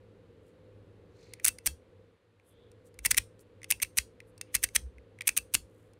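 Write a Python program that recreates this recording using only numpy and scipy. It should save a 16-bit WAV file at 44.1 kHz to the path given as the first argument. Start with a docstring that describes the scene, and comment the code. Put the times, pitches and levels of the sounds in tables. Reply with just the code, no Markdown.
"""Metal fidget slider

A metal fidget slider is thumbed open and shut close by in a small, quiet room: five strokes of three notches.
At each notch filtered bursts of tiny impacts make a click, a scrape, a bright crack and a duller clack.
Fading sine waves ring the shell and cover, and low rumbles and bumps give the hand's jolts.
Loose parts tick, skin rubs as soft hiss, short noise tails answer as the room, and an appliance hums behind."""
import sys
import numpy as np
from scipy import signal
from scipy.fft import rfft, irfft, next_fast_len
from scipy.io import wavfile
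from scipy.ndimage import map_coordinates

SR = 44100
rng = np.random.default_rng(int(sys.argv[2]) if len(sys.argv) > 2 else 0)


def dump_mix(stems):
    """Bounce the given channels to the path in sys.argv[1] as a 16-bit WAV at rate SR."""
    frames = np.atleast_2d(stems).T  # one column per channel
    limited = np.clip(frames, -1, 1)  # hard clip at full scale
    pcm = np.round(limited * 32767).astype(np.int16)
    wavfile.write(sys.argv[1], SR, pcm)


N = 264159

# Overall course of the background. Each row: time in seconds, guiding level in dB.
BACKGROUND_LEVEL = [(0, -62), (1.2, -61.5), (2.05, -64), (2.22, -70.5), (2.42, -69), (2.6, -63.5),
                    (4.5, -63), (5.99, -63.5)]
# Tone of the airy noise. Each row: frequency in Hz, relative strength in dB.
AIR_TONE = [(15, -51), (25, -17), (69, -8.5), (95, -4.5), (115, -5), (131, -19.5), (163, -11.5),
            (326, -12.5), (501, -7), (655, -24.5), (1760, -30.5), (4150, -38.5), (5420, -48),
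            (10300, -50.5), (15000, -61.5)]
# Steady notes of the appliance. Each row: frequency in Hz, level in dB relative to the airy noise.
HUM_LINES = [(103, 0), (165, -10.5), (305, -9), (462, -6), (483, -11), (508, -5.5)]
# Skin sliding on the shell. Each row: middle in seconds, time from the middle until the swell falls to
# about a third in seconds, level before the swell in dB, centre of the hiss in Hz, its width in Hz.
SKIN_RUBS = [(0.48, .05, -82, 8500, 6000), (1.24, .085, -73, 6000, 3400), (1.27, .105, -70, 4200, 1000),
             (1.32, .14, -71, 2198, 900), (2.49, 0.036, -71.5, 9840, 4500), (2.6, .11, -75, 3400, 600),
             (2.867, 0.017, -68.5, 8450, 7150), (3.045, .01, -61, 8000, 7070),
             (3.41, .015, -65, 8980, 6820), (4.289, .02, -75, 9800, 3500), (4.49, .042, -72.5, 2300, 1530),
             (5.256, 0.01, -59, 2250, 887), (5.797, 0.12, -80.5, 9020, 7000)]
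# Tone of the room's answer. Each row: frequency in Hz, relative strength in dB.
ECHO_TONE = [(200, -5), (1000, 11), (2500, 6), (5000, 2.5), (7200, -3), (9300, -0.5), (10300, -8.5),
             (15000, -1.5)]
# How long the room lingers. Each row: frequency in Hz, time to fall by 60 dB in seconds.
ROOM_DECAY = [(200, 0.31), (2000, 0.09), (6000, 0.22), (9500, 0.22), (10600, .22), (15000, 0.15)]
# Loose parts nudged by the fingers. Each row: start in seconds, crack level in dB, knock level in dB.
LOOSE_TICKS = [(1.3357, -42.5, -46.5), (1.3976, -57.5, -47.5), (1.585, -46, -47.5), (2.397, -80, -63),
               (2.716, -62.5, -82), (2.942, -64.5, -87), (2.9893, -46, -46.5), (3.1446, -35, -33),
               (3.3926, -64, -84), (3.6168, -64, -52), (3.6312, -50, -45.5), (3.6427, -45, -43.5),
               (3.7999, -52, -42), (3.847, -49.5, -43), (4.2025, -57, -46), (4.3784, -55, -72.5),
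               (4.4119, -35, -42), (4.5636, -36.5, -41.5), (4.6466, -40, -41), (4.6879, -50.5, -49),
               (4.9822, -70, -54.5), (5.1871, -64, -50.5), (5.2082, -43.5, -32), (5.218, -46, -44),
               (5.9344, -66.5, -78.5)]
# Tone of two metal faces meeting. Each row: frequency in Hz, relative strength in dB.
CRACK_TONE = [(150, -17), (600, -16), (1100, -10.5), (1700, -2.5), (2650, -3.5), (3000, -4.5), (4800, 1.5),
              (6200, 3), (7300, 1), (10700, 2), (12400, 1), (15300, -4.5)]
# Damping of a light touch and of a hard blow. Each row: crack level in dB, knock width in Hz, ping width in Hz.
TOUCH_DAMPING = [(-48, 560, 1000), (-19.5, 850, 2000)]
# One snap per notch, three to a stroke. Each row: release, catch and landing in seconds,
# release, catch and landing levels in dB, extra knock and clunk in dB.
SNAP_EVENTS = [(1.4452, 1.451, 1.4618, -24, -18.5, -27, -6), (1.47, 1.4815, 1.487, -28.5, -19, -30, -4),
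               (1.6594, 1.665, 1.6712, -33, -20.5, -24.5, -5.5),
               (3.0497, 3.0594, 3.0622, -28.5, -20.5, -26, 1),
               (3.106, 3.1123, 3.1142, -37.5, -19.5, -22, 0.5), (3.1689, 3.177, 3.1817, -31.5, -19, -20, 1),
               (3.704, 3.7106, 3.7207, -28.5, -19.5, -29, 2.5),
               (3.8212, 3.8275, 3.8312, -40, -21, -30, 1.5), (3.9712, 3.9777, 3.9838, -32.5, -21.5, -20, 2),
               (4.543, 4.551, 4.555, -34, -20, -28, -0.5), (4.629, 4.639, 4.641, -35, -20.5, -26.5, 0),
               (4.749, 4.7557, 4.7612, -36, -22, -18.5, -1), (5.274, 5.278, 5.2898, -26.5, -18, -25.5, 0.5),
               (5.371, 5.375, 5.384, -30.5, -19.5, -36, 0.5),
               (5.5382, 5.5435, 5.5493, -28.5, -18.5, -21, 0.5)]
# The notches in the order they are met, three outward and three homeward; the third and sixth are end stops.
# Each row: hollow knock in Hz, knock in the release, catch and landing relative to their cracks in dB,
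# length of the scrape in seconds, scrape relative to the catch in dB, then the frame clunk, shell ring,
# cover ring and hand thud in dB.
NOTCH_SOUNDS = [(2320, -16, -10, 1.5, .006, -1.5, -43, -52, -41, -67),
                (2420, -11, -9, -3, .009, -3, -54, -51, -41, -64),
                (2430, -13, -19.5, -4, 0.0044, -6, -42, -37, -41, -56),
                (2100, 2, -11, -3, 0.0031, -1, -49, -48, -41, -58),
                (2150, -2.5, -6, -4.5, .003, 0, -52, -49, -45, -60),
                (2240, -3, -7, -4, 0.0039, -5, -54, -45, -56, -57)]
# Tone of the sliding cover. Each row: frequency in Hz, relative strength in dB.
SCRAPE_TONE = [(300, -29.5), (1000, -18.5), (2200, -3), (3300, -4), (5000, -12), (6200, 3.5), (7200, -8),
               (8800, 1), (10300, -3.5), (12000, -6.5), (15200, -7)]
# Lasting notes of the shell. Each row: frequency in Hz before a small random shift, relative level in dB
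# before a random change, time to fall by 60 dB in seconds.
SHELL_NOTES = [(1590, -7, 0.055), (3310, -11.5, 0.14), (4450, -10, 0.15), (5610, -7.5, 0.055),
               (6800, -12, 0.16), (7770, -9.5, 0.14), (8900, -14, .14), (9200, -10, 0.11), (9550, -11, .17),
               (11600, -14.5, .09)]
# Tone of the jolted hand. Each row: frequency in Hz, relative strength in dB.
THUD_TONE = [(25, -18.5), (60, 1), (90, -5.5), (130, -13.5), (300, -20), (700, -42.5), (2000, -77.5)]
# Soft bumps of the hand. Each row: middle in seconds, time from the middle until the swell falls to
# about a third in seconds, level in dB, pitch in Hz.
HAND_BUMPS = [(1.729, 0.026, -49, 77.2), (3.018, 0.027, -48.5, 55.5), (4.862, 0.029, -39, 64.1),
              (4.984, 0.035, -51.5, 62.9), (5.633, 0.027, -54, 65.6)]

# How each contact sounds: treble tilt in dB, ping relative to the crack in dB, length of the chatter in seconds
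TICK = dict(tilt_db=-11, ping_db=-2, chatter=.002)
RELEASE = dict(tilt_db=5.2, ping_db=0, chatter=.0021)
CATCH = dict(tilt_db=9, ping_db=-2.5, chatter=.0025)
LANDING = dict(tilt_db=-11.5, ping_db=-1, chatter=.0027)

# Every name ending in T60 is a time in seconds to change by 60 dB.
TICK_KNOCK_HZ = 2150
PING_HZ = 9000  # the plate's high ping, before a small random shift
FULL_RING_DB = -26  # a tick of this strength would ring the cover as hard as a landing does
COVER_HZ, COVER_T60 = 2664, .092  # the cover's bending note
LEAD_IN_DB, LEAD_IN_T60 = -25.5, .045  # lead-in level relative to the scrape's peak, and its rise
SWELL_DB_PER_S, SCRAPE_T60 = 700, 0.01  # the scrape's rise towards the catch and its fall after it
CLUNK_HZ, CLUNK_WIDTH_HZ, CLUNK_T60 = 1080, 550, .012  # the whole frame takes the landing
RATTLE_DB, RATTLE_T60 = -1, .13  # loose inner parts: level relative to the shell's ring, and decay
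TOP_HZ = 15650  # the treble ends here


def amp(db):
    """Turn decibels into a gain."""
    return 10 ** (np.asarray(db) / 20)


def unit(x):
    """Scale a sound to an average (rms) level of 1."""
    return x / np.sqrt(np.mean(x ** 2) + 1e-20)


def burst(x):
    """Scale a short sound to the energy of 3 ms at an average (rms) level of 1."""
    return x * np.sqrt(.003 * SR / (np.sum(x ** 2) + 1e-20))


def along(points, hz):
    """Read a curve of (Hz, value) points, joined by straight lines over a log frequency axis."""
    f, value = np.transpose(points)
    return np.interp(np.log(hz + 1), np.log(f + 1), value)


def tone(points):
    """Make a gain curve in dB from a table of (Hz, dB) points."""
    return lambda hz: along(points, hz)


def resonance(centre_hz, width_hz):
    """Make the gain curve in dB of a steep-sided resonance."""
    def gain_db(f):
        distance = (f * f - centre_hz ** 2) / ((f + 1) * width_hz)
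        return -20 * np.log10(1 + distance ** 2)
    return gain_db


def coloured(x, gain_db):
    """Filter a sound with a gain curve in dB, so that nothing is heard before its cause."""
    n = x.shape[-1]
    m = 2 * next_fast_len(n)
    gain = np.maximum(amp(gain_db(np.fft.rfftfreq(m, 1 / SR))), 1e-6)
    # folding the cepstrum onto its first half gives the filter its earliest possible response
    cepstrum = irfft(np.log(gain), m)
    cepstrum[1:m // 2] *= 2
    cepstrum[m // 2 + 1:] = 0
    response = np.exp(rfft(cepstrum))
    return irfft(rfft(x, m) * response, m)[..., :n]


def wobble(rate):
    """Draw a smooth random curve through `rate` random points a second."""
    points = rng.standard_normal(int(N * rate / SR) + 4)
    return map_coordinates(points, [np.arange(N) * rate / SR])


def grit(envelope, spiky_db):
    """Make a hail of tiny impacts of uneven size that follows an envelope."""
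    sign, size = rng.standard_normal((2, len(envelope)))
    return envelope * sign * amp(spiky_db * size)


def add(track, s, x):
    """Mix x into the track at s seconds."""
    i = max(round(s * SR), 0)
    track[i:i + len(x)] += x[:max(N - i, 0)]


def hum_line(hz, t):
    """One note of the appliance, wavering in strength and phase."""
    strength = amp(3 * wobble(7))
    return strength * np.sin(2 * np.pi * hz * t + 1.2 * wobble(10))


def background():
    """Low airy noise and the wavering hum of an appliance; both sink for a moment."""
    t = np.arange(N) / SR
    level_db = np.interp(t, *np.transpose(BACKGROUND_LEVEL))
    usual_db = np.median(level_db)
    swing_db = level_db - usual_db

    mid, side = unit(coloured(rng.standard_normal((2, N)), tone(AIR_TONE)))
    air = np.array([mid + amp(-28.5) * side, mid - amp(-27) * side])
    body = signal.sosfiltfilt(signal.butter(2, 700, fs=SR, output="sos"), air)
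    hiss = air - body
    hum = sum(amp(db) * hum_line(hz, t) for hz, db in HUM_LINES)

    # the low body and hum swing further than the faint hiss above them
    low = amp(1.6 * swing_db) * (amp(2.0) * body + hum)
    high = amp(3.5 + 0.45 * swing_db) * hiss
    return amp(usual_db) * (low + high)


def rubs():
    """Fingers brush the shell in soft swells of hiss; the skin catches and slips as it goes."""
    out = np.zeros(N)
    t = np.arange(SR // 2) / SR - 1 / 4  # zero at the middle of the rub
    for s, length, db, hz, width_hz in SKIN_RUBS:
        catching = amp(2.5 * wobble(300)[:len(t)])
        hiss = unit(coloured(grit(catching, spiky_db=2.5), resonance(hz, width_hz)))
        swell = np.exp(-(t / length) ** 2)
        add(out, s + t[0], amp(db) * hiss * swell)
    return out


def widen(x, side_db):
    """Widen the toy slightly: a faint copy, 0.4 ms late, is added left and subtracted right."""
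    late_copy = amp(side_db) * np.pad(x, (round(.0004 * SR), 0))[:N]
    return np.array([x + late_copy, x - late_copy])


def room(x):
    """The room answers with a short blurred tail of fading noise, drawn at random for every 1/8 s block."""
    out, span = np.zeros((2, N + SR)), SR // 8
    x = np.pad(x, (round(0.0065 * SR), 0))  # the answer starts 6.5 ms late
    for i in range(0, N, span):
        hz, t, noise = signal.stft(rng.standard_normal((2, SR // 2)), SR, nperseg=256)
        fall_db = 60 * t / along(ROOM_DECAY, hz)[:, None]
        decay = amp(along(ECHO_TONE, hz)[:, None] - fall_db)
        mid, side = signal.istft(noise * decay, SR, nperseg=256)[1]
        tail = np.array([mid + amp(-20) * side, mid - amp(-20) * side]) / np.linalg.norm(mid)
        wet = signal.fftconvolve(x[None, i:i + span], tail, axes=1)
        out[:, i:i + wet.shape[1]] += wet
    return out[:, :N]


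def contact(crack_db, knock_db, knock_hz, tilt_db, ping_db, chatter):
    """Two faces chatter together: a wide crack, the housing's hollow knock and the plate's high ping."""
    t = np.arange(SR // 25) / SR
    # the faces meet edge first and buzz for a moment, then the gripping hand damps them
    onset = 1 - np.exp(-t / 0.00096)
    buzz = np.exp(-(t / chatter) ** 1.6)
    force = onset * (buzz + amp(-22.5 - 60 * t / .03))

    # a light touch leaves the parts freer to ring than a hard one
    firmness, knock_widths, ping_widths = np.transpose(TOUCH_DAMPING)
    knock_width = np.interp(crack_db, firmness, knock_widths)
    ping_width = np.interp(crack_db, firmness, ping_widths)
    ping_hz = PING_HZ * (1 + 0.033 * rng.standard_normal())

    def crack_tone(f):
        tilt = along([(6000, -0.43), (12000, 0.43)], f)
        return along(CRACK_TONE, f) + tilt_db * tilt

    crack = burst(coloured(grit(force, spiky_db=6.5), crack_tone))
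    knock = burst(coloured(grit(force, spiky_db=3.0), resonance(knock_hz, knock_width)))
    ping = burst(coloured(grit(force, spiky_db=5.5), resonance(ping_hz, ping_width)))
    return amp(crack_db) * (crack + amp(ping_db) * ping) + amp(knock_db) * knock


def cover_ring(t):
    """The free end of the cover rings briefly in its lowest bending note."""
    return amp(-60 * t / COVER_T60) * np.sin(2 * np.pi * COVER_HZ * t)


def ticks():
    """Light contacts from the play between the parts; the cover rings as freely as the notch it rests in allows."""
    out, t = np.zeros(N), np.arange(SR // 4) / SR
    landings = [snap[2] for snap in SNAP_EVENTS]
    for s, crack_db, knock_db in LOOSE_TICKS:
        resting = np.searchsorted(landings, s) - 1  # the latest landing
        *_, cover_db, _ = NOTCH_SOUNDS[resting % len(NOTCH_SOUNDS)]
        add(out, s, contact(crack_db, knock_db, TICK_KNOCK_HZ, **TICK))
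        add(out, s, amp(cover_db + crack_db - FULL_RING_DB) * cover_ring(t))
    return out


def scrape(u, run_up, length):
    """A faint lead-in swells up to the release, then the scrape grows towards the catch at u = 0."""
    lead_in = amp(LEAD_IN_DB + 60 * np.minimum(u + run_up, 0) / LEAD_IN_T60)
    rise_db = SWELL_DB_PER_S * np.minimum(u, 0)
    fall_db = 60 * np.maximum(u, 0) / SCRAPE_T60
    travel = amp(rise_db - fall_db)
    loudness = np.where(u < -length, lead_in, travel)
    return burst(coloured(grit(loudness, spiky_db=4.5), tone(SCRAPE_TONE)))


def ringing(t, blur_hz):
    """The shell's notes; strength and pitch vary at random per landing, and a wandering phase roughens them."""
    hz, db, t60 = np.transpose(SHELL_NOTES)[:, :, None]
    strength, detune = rng.standard_normal((2, len(SHELL_NOTES), 1))
    steps = rng.standard_normal((len(SHELL_NOTES), len(t)))
    drift = np.cumsum(steps, axis=1) * np.sqrt(2 * np.pi * blur_hz / SR)
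    fading = amp(db + 1.4 * strength - 60 * t / t60)
    notes = np.sin(2 * np.pi * hz * (1 + 0.0078 * detune) * t + drift)
    return np.sum(fading * notes, axis=0)


def jangle(t):
    """The shell's ring with the dense rattle of the loose parts inside it."""
    rattle = burst(coloured(grit(amp(-60 * t / RATTLE_T60), spiky_db=3), tone(CRACK_TONE)))
    return ringing(t, blur_hz=45) + amp(RATTLE_DB) * rattle


def frame_clunk(t):
    """The whole frame takes the landing as a short, low resonance."""
    jolt = grit(amp(-60 * t / CLUNK_T60), spiky_db=3)
    return burst(coloured(jolt, resonance(CLUNK_HZ, CLUNK_WIDTH_HZ)))


def snaps():
    """At each notch the cover clicks loose, scrapes as magnets pull it in, catches, and lands to ring the metal."""
    out, t = np.zeros(N), np.arange(SR // 4) / SR
    lead = .04  # seconds of sound made before the catch
    for i, snap in enumerate(SNAP_EVENTS):
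        release, catch, landing, release_db, catch_db, landing_db, extra_db = snap
        (knock_hz, release_knock_db, catch_knock_db, landing_knock_db,
         length, scrape_db, clunk_db, shell_db, cover_db, _) = NOTCH_SOUNDS[i % len(NOTCH_SOUNDS)]
        add(out, release, contact(release_db, release_db + release_knock_db + extra_db, knock_hz, **RELEASE))
        add(out, catch - lead, amp(catch_db + scrape_db) * scrape(t - lead, catch - release, length))
        add(out, catch, contact(catch_db, catch_db + catch_knock_db + extra_db, knock_hz, **CATCH))
        add(out, landing, contact(landing_db, landing_db + landing_knock_db + extra_db, knock_hz, **LANDING))
        add(out, landing, amp(clunk_db + extra_db) * frame_clunk(t))
        add(out, landing, amp(shell_db) * jangle(t))
        add(out, landing, amp(cover_db) * cover_ring(t))
    return out


def hand():
    """The hand takes each snap as a dull thud that lingers, and bumps softly as it shifts grip."""
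    out, t = np.zeros(N), np.arange(SR // 2) / SR
    for i, (_, _, landing, *_) in enumerate(SNAP_EVENTS):
        thud_db = NOTCH_SOUNDS[i % len(NOTCH_SOUNDS)][-1]
        # a slow fade with a brief, stronger start
        jolt = grit(amp(-60 * t / 0.22) + amp(4 - 60 * t / .02), spiky_db=1.5)
        add(out, landing, amp(thud_db) * unit(coloured(jolt, tone(THUD_TONE))))
    for s, length, db, hz in HAND_BUMPS:
        u = np.arange(N) / SR - s
        swell = np.exp(-(u / length) ** 2)
        out += amp(db) * np.sqrt(2) * swell * np.sin(2 * np.pi * hz * u)
    return out


def scene():
    """The toy close up and central, its room behind it."""
    behind = background()
    toy = rubs() + ticks() + snaps()
    return widen(toy, side_db=-29.5) + amp(-24.5) * room(toy) + hand() + behind


def record(dry):
    """The recorder lets the sound fall off steeply above its top frequency."""
    m = next_fast_len(N + SR // 2)
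    passband = 1 / np.sqrt(1 + (np.fft.rfftfreq(m, 1 / SR) / TOP_HZ) ** 200)
    return irfft(rfft(dry, m) * passband, m)[:, :N]


dry = scene()
out = record(dry)
dump_mix(out)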